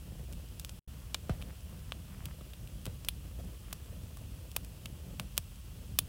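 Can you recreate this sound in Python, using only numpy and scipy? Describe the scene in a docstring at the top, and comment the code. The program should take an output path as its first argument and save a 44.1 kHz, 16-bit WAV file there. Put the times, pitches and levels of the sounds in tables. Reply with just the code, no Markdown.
"""Brisk log fire outdoors

A stack of split logs burns close to the microphone. Shaped noise makes the rumble, the flickering
draught, the sputtering gas jets and a thin steady hiss. Cells of the wood burst in sharp pops: a spike
with a short tear, ringing through the hollows of the stack, and a quick echo off the logs and the ground.
Pockets of gas escape as soft thumps of falling pitch, most of them in the first second.
Early on, the sound drops out for an instant; the treble stops near 16 kHz throughout."""
import sys
import numpy as np
from scipy import signal
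from scipy.fft import rfft, irfft
from scipy.io import wavfile
from scipy.ndimage import uniform_filter1d

SR = 44100
rng = np.random.default_rng(int(sys.argv[2]) if len(sys.argv) > 2 else 0)


def master_out(mix):
    """Clip the mix to full scale and print it as 16-bit PCM to the path in sys.argv[1]."""
    frames = np.transpose(np.atleast_2d(mix))
    ceiling = np.clip(frames, -1, 1)
    pcm = np.round(ceiling * 32767).astype(np.int16)
    wavfile.write(sys.argv[1], SR, pcm)


N = 268128
TIME = np.arange(N) / SR
POP_SIZE = 4096   # samples in one pop
JETS_CALM_DB = -66.5   # gas jets between bouts, before trim; also the most they can blow smoothly


def from_db(db):
    """Decibels to gain."""
    return 10 ** (np.asarray(db) / 20)


def rms_one(x):
    """Scale to an rms of 1."""
    return x / np.sqrt(np.mean(x ** 2) + 1e-20)


def unit_energy(x):
    """Scale to the energy of a single unit click."""
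    return x / np.sqrt(np.sum(x ** 2) + 1e-20)


def colour_db(points, size):
    """Level at each frequency of a transform of this size, joined up along a log frequency axis."""
    hz, db = np.transpose(points)
    return np.interp(np.log(np.fft.rfftfreq(size, 1 / SR) + 1), np.log(hz), db)


def coloured(x, points):
    """Give a flat excitation a colour; rms 1."""
    return rms_one(irfft(rfft(x) * from_db(colour_db(points, N)), N))


def noise(points):
    """Steady noise of a given colour; rms 1."""
    return coloured(rng.standard_normal(N), points)


def drift(rate_hz):
    """Smooth random wander with a spread of 1; its spectrum fades out around the given rate."""
    keep = np.exp(-(np.fft.rfftfreq(N, 1 / SR) / rate_hz) ** 2)
    return rms_one(irfft(rfft(rng.standard_normal(N)) * keep, N))


def ring_through(x, db):
    """Minimum-phase filter: resonances ring only after the blow."""
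    cepstrum = irfft(np.log(from_db(db)))
    # fold the cepstrum onto positive times
    cepstrum[1:len(x) // 2] *= 2
    cepstrum[len(x) // 2 + 1:] = 0
    return irfft(rfft(x) * np.exp(rfft(cepstrum)))


def add(out, s, sound):
    """Mix a sound in at a time in seconds."""
    start = int(np.clip(round(s * SR), 0, N - 1))
    out[start:start + len(sound)] += sound[:N - start]


def flames(rush_trim_db=-0.97, jets_trim_db=-2.0, rush_flicker_db=2.57, jet_flicker_db=1.0, even_s=0.091):
    """Turbulent burning: a deep rumble, the flickering draught and sputtering jets."""
    # slow swell, before billow and trim: t/s, rumble level/dB, draught level/dB
    swell = [(0.0, -44.5, -63), (0.12, -47.5, -62), (0.32, -43, -61.5), (0.42, -45.0, -62.5),
             (0.78, -47.5, -62.0), (0.88, -43, -63.0), (1.22, -47, -62.5), (1.34, -44.0, -58.5),
             (2.1, -45.5, -62), (2.32, -44.5, -60), (2.56, -48.5, -62.5), (2.86, -43.5, -60.5),
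             (3.24, -44.5, -63.0), (3.38, -43.5, -59), (3.6, -46.5, -61.5), (3.74, -45.5, -61.5),
             (5.12, -46.5, -61.5), (5.46, -46, -66.5), (5.72, -46, -62.0), (6.06, -44.5, -61.5)]
    # colour of the rumble: f/Hz, relative level/dB
    rumble_colour = [(15, -47), (25, -33), (40, -6.5), (58, 2), (76, -1.5), (108, -7), (150, -10.5),
                     (190, -12.5), (235, -23), (330, -30.5), (700, -75)]
    # colour of the draught: f/Hz, relative level/dB
    rush_colour = [(150, -13.5), (250, 3), (340, 1), (410, -2.5), (490, 0.5), (620, -2.5), (780, -9.5),
                   (1000, -17.5), (2000, -26.5)]
    rumble_billow_db, rush_billow_db = 1.5, 1.0

    swell_s, rumble_points, rush_points = np.transpose(swell)
    rumble_db = np.interp(TIME, swell_s, rumble_points)
    rush_db = np.interp(TIME, swell_s, rush_points) + rush_trim_db

    billow = drift(7.5)   # on top of the swell the flames billow at random
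    licks = drift(47)   # each tongue of flame stirs draught and jets together
    rumble = noise(rumble_colour)
    # even out the noise's own level, leaving swell and billow to shape it
    rumble /= np.sqrt(uniform_filter1d(rumble ** 2, int(even_s * SR)) + 1e-6)
    rumble *= from_db(rumble_db + rumble_billow_db * billow)
    rush = noise(rush_colour) * from_db(rush_db + rush_billow_db * billow + rush_flicker_db * licks)
    jets = sputter(jet_level() + jets_trim_db + jet_flicker_db * licks)
    return rumble + rush + jets


def jet_level(edge_s=0.042):
    """The gas jets idle; each bout opens, holds and closes again. In dB, before trim and flicker."""
    # bouts of sputtering: t/s, length/s, level/dB
    bouts = [(0.88, 0.24, -64.5), (1.278, 0.29, -61.5), (1.674, 0.24, -63), (2.072, 0.256, -60),
             (3.642, 0.11, -61.5)]
    db = np.full(N, JETS_CALM_DB)
    for s, length_s, bout_db in bouts:
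        inside_s = np.minimum(TIME - s, s + length_s - TIME)   # time from the nearer edge
        opening = np.clip(0.5 + inside_s / edge_s, 0, 1)
        db = db + opening * (bout_db - JETS_CALM_DB)
    return db


def sputter(level_db, count=700, size_spread_db=4.5):
    """Small gas jets blow smoothly when calm; whatever they push out beyond that comes in separate spits."""
    # colour of the jets: f/Hz, relative level/dB
    jet_colour = [(450, -16), (800, 0), (1100, 2.5), (1600, -0.5), (2000, -1), (2800, -5.5), (6000, -48)]
    sizes = from_db(size_spread_db * rng.standard_normal(count))
    spits = np.zeros(N)
    spits[rng.integers(0, N, count)] = rng.choice([-1, 1], count) * sizes
    smooth = from_db(np.minimum(level_db, JETS_CALM_DB))
    beyond = np.sqrt(np.maximum(from_db(level_db) ** 2 - smooth ** 2, 0))   # the rest of the power
    return smooth * noise(jet_colour) + beyond * coloured(spits, jet_colour)


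def pops():
    """The loud bursts, as cells of the wood give way."""
    # bursts: t/s, strength/dB before colouring, then dB relative to 3 kHz: body at 1 kHz, snap at 6 kHz,
    # fizz at 12 kHz; echo/dB relative to the crack (0 at most), ring of the splinter f/Hz
    bursts = [(0.3263,-27.5,-11,3,4,-14,7020), (0.3329,-21.5,-10,-6,-4,-13,2830),
              (0.5968,-16.5,-5,2.5,4,-6,3740), (.648,-11,-5.5,-2.5,-3.5,-14,3300),
              (.6938,-16.5,-3.5,0.5,-4,-8,3080), (1.145,1.5,-2.5,-4,-11,0,3650),
              (1.2959,-14,13,-10,-13,0,614), (1.4163,-18,-6,-11,-11,-3,2650),
              (1.424,-13.5,-4,-15,-10,-12,2790), (1.9213,-3.5,0,-16,-19,-16,3170),
              (2.2564,-12.5,-11,-4.5,0.5,-22,3000), (2.4104,-24.5,4,-16,-10,0,700),
              (2.5344,-17.5,-6,-12,-9,0,3300), (2.6746,-22,-15,-9,-5,-16,2700),
              (2.8556,-14.5,-2,-1,2,-15,2980), (2.8647,-13,1,-7,-4,-4,3400),
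              (3.048,-16.5,-1,-2.5,-2,-9,5200), (3.0864,4,-11,-11,-2.5,-7,3350),
              (3.7284,-8,-1,-10,-3.5,-12,14000), (3.7307,-17,1,5.5,0,-17,14000), (4.171,-25,5,0,3,6,1150),
              (4.516,-23.5,-4,1,1,-12,3060), (4.5641,-1,1,-3.5,3,0,2620), (4.647,-24,0,-1,3.5,-1,2600),
              (4.8575,-8.5,-7.5,-7,-8.5,0,2850), (5.1976,-3,0,-7.5,-8,-16,2680),
              (5.369,-19,-5,-4,-2,-2,3000), (5.3786,2,-4,0,2.5,-27,3150), (5.9883,6.5,-6,-2,3,0,3500)]
    out = np.zeros(N)
    for s, db, *colour in bursts:
        add(out, s, from_db(db) * pop(*colour))
    return out


def pop(body_db, snap_db, fizz_db, echo_db, ring_hz, ring_db=5, ring_width=0.16,
        tear_s=0.00019, tear_db=1, echo_s=0.00188, echo_width_s=0.001,
        tail_s=0.0029, tail_db=-12, far_s=0.017, far_db=-25):
    """A spike and a brief tearing of fibres, then echoes off the logs and a faint scatter from the yard."""
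    # hollows between the logs colour every pop: f/Hz, level/dB
    stack = [(100, -26), (300, -9), (550, 0), (830, -4), (1150, 0), (1600, -3.5), (2000, -9), (2450, -2),
             (3400, -2), (4200, -4), (5200, -0.5), (6700, -3.5), (8000, -1), (14000, -5.5), (16000, -3)]
    t = np.arange(POP_SIZE) / SR
    tear, near, tail, far = rng.standard_normal((4, POP_SIZE))

    crack = from_db(tear_db) * unit_energy(tear * t * np.exp(-2 * t / tear_s))
    crack[0] = 1   # the spike
    echo_gain = from_db(min(echo_db, 0))   # an echo never has more energy than its crack
    echo = echo_gain * unit_energy(near * np.exp(-np.abs(t - echo_s) / echo_width_s))
    arrived = 1 - np.exp(-(t / echo_s) ** 2)   # scatter builds up over the echo delay
    scatter = from_db(tail_db) * unit_energy(tail * arrived * np.exp(-t / tail_s))
    scatter += from_db(far_db) * unit_energy(far * arrived * np.exp(-t / far_s))
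    burst = unit_energy(unit_energy(crack) + echo) + scatter

    # flatten the burst but for its fine ripple, then colour it
    broad_db = 10 * np.log10(uniform_filter1d(np.abs(rfft(burst)) ** 2, size=70))
    wood = [(1400, body_db), (2400, 0), (3800, 0), (5200, snap_db), (7500, snap_db), (10000, fizz_db)]
    detune = np.fft.rfftfreq(POP_SIZE, 1 / SR) / ring_hz - 1
    splinter_db = ring_db / (1 + (detune / ring_width) ** 2)   # one damped resonance
    tone_db = colour_db(wood, POP_SIZE) + splinter_db + colour_db(stack, POP_SIZE)
    return ring_through(burst, tone_db - broad_db)


def puffs(cycles_per_e=1.797, opening_s=0.0013, rough=0.22, rough_hz=1350, rough_s=0.023):
    """Released gas swells, so its pressure swings ever more slowly; turbulence roughens the start."""
    # escaping gas pockets: t/s, level/dB before colouring, growth time of the period/s, length/s
    pockets = [(0.02, -48, 0.0014, 0.01), (0.077, -43, 0.0028, 0.014), (0.12, -43, 0.002, 0.02),
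               (0.195, -41, 0.0021, 0.0094), (0.231, -45, 0.0016, 0.013), (0.288, -46, 0.0013, 0.011),
               (.313, -43, 0.0018, 0.048), (0.398, -45, 0.0024, 0.019), (0.595, -51, 0.001, 0.011),
               (1.294, -23.5, 0.0021, 0.02), (2.409, -43.5, 0.00065, 0.013), (2.8655, -37, 0.0024, 0.015),
               (2.873, -36.5, 0.00229, 0.025), (5.197, -35, 0.001, 0.017), (5.3800, -39.5, 0.0012, 0.024)]
    # gaps of the stack that the gas is heard through: f/Hz, level/dB
    gaps = [(40, 1.5), (120, 0.5), (190, -1), (280, -10.5), (420, -5.5), (610, 0.5), (830, -8), (1200, -11),
            (2500, -3.5), (6000, 1)]
    out = np.zeros(N)
    t = np.arange(2 * POP_SIZE) / SR
    eddy_filter = signal.butter(2, rough_hz, fs=SR, output="sos")
    for s, db, growth_s, length_s in pockets:
        # cycles run with the log of time, so the pitch falls
        swing = np.sin(2 * np.pi * cycles_per_e * np.log1p(t / growth_s))
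        swell = (1 - np.exp(-t / opening_s)) * np.exp(-(t / length_s) ** 2 / 2)
        eddies = rms_one(signal.sosfilt(eddy_filter, rng.standard_normal(len(t))))
        puff = swing * swell + rough * eddies * np.exp(-t / rough_s)
        add(out, s, from_db(db) * ring_through(puff, colour_db(gaps, len(t))))
    return out


def ticks(count=45, level_db=-34, level_spread_db=2, dull_db=-3, colour_spread_db=2,
          ring_hz=3000, ring_spread=0.18):
    """Tiny bursts at random times, built like the pops but far weaker."""
    out = np.zeros(N)
    times = rng.uniform(0, N / SR, count)
    chances = rng.standard_normal((count, 6)).clip(-2, 2)   # level, ring, then body, snap, fizz, echo
    for s, chance in zip(times, chances):
        colour = dull_db + colour_spread_db * chance[2:]
        tick = pop(*colour, ring_hz * np.exp(ring_spread * chance[1]))
        add(out, s, from_db(level_db + level_spread_db * chance[0]) * tick)
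    return out


def hiss(level_db=-60):
    """A thin, even hiss behind the fire: steady noise of a fixed colour."""
    # colour of the hiss: f/Hz, relative level/dB
    hiss_colour = [(1200, -18), (2000, -25), (2400, 0.5), (2750, 5.5), (3300, 5), (3750, 0), (5000, 0.5),
                   (7200, -1.5), (8100, 2.5), (8800, -3.5), (9700, 2.5), (12500, -3.5), (14500, 2.5),
                   (16000, -3)]
    return noise(hiss_colour) * from_db(level_db)


def scene():
    """The whole fire, heard from one spot on one microphone."""
    return (flames() + pops() + puffs() + ticks() + hiss())[None]


def record(dry):
    """The sound drops out once, with short ramps; a steep low-pass cuts the top."""
    drop_start_s, drop_end_s, drop_db, cutoff_hz = 0.793, 0.877, -52, 15900
    present = 1.0 * ((TIME < drop_start_s) | (TIME > drop_end_s))
    heard = uniform_filter1d(present, size=200)   # ramps, in samples
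    top_cut = signal.ellip(10, 0.2, 80, cutoff_hz, fs=SR, output="sos")
    return signal.sosfilt(top_cut, dry * np.maximum(heard, from_db(drop_db)))


dry = scene()
out = record(dry)
master_out(out)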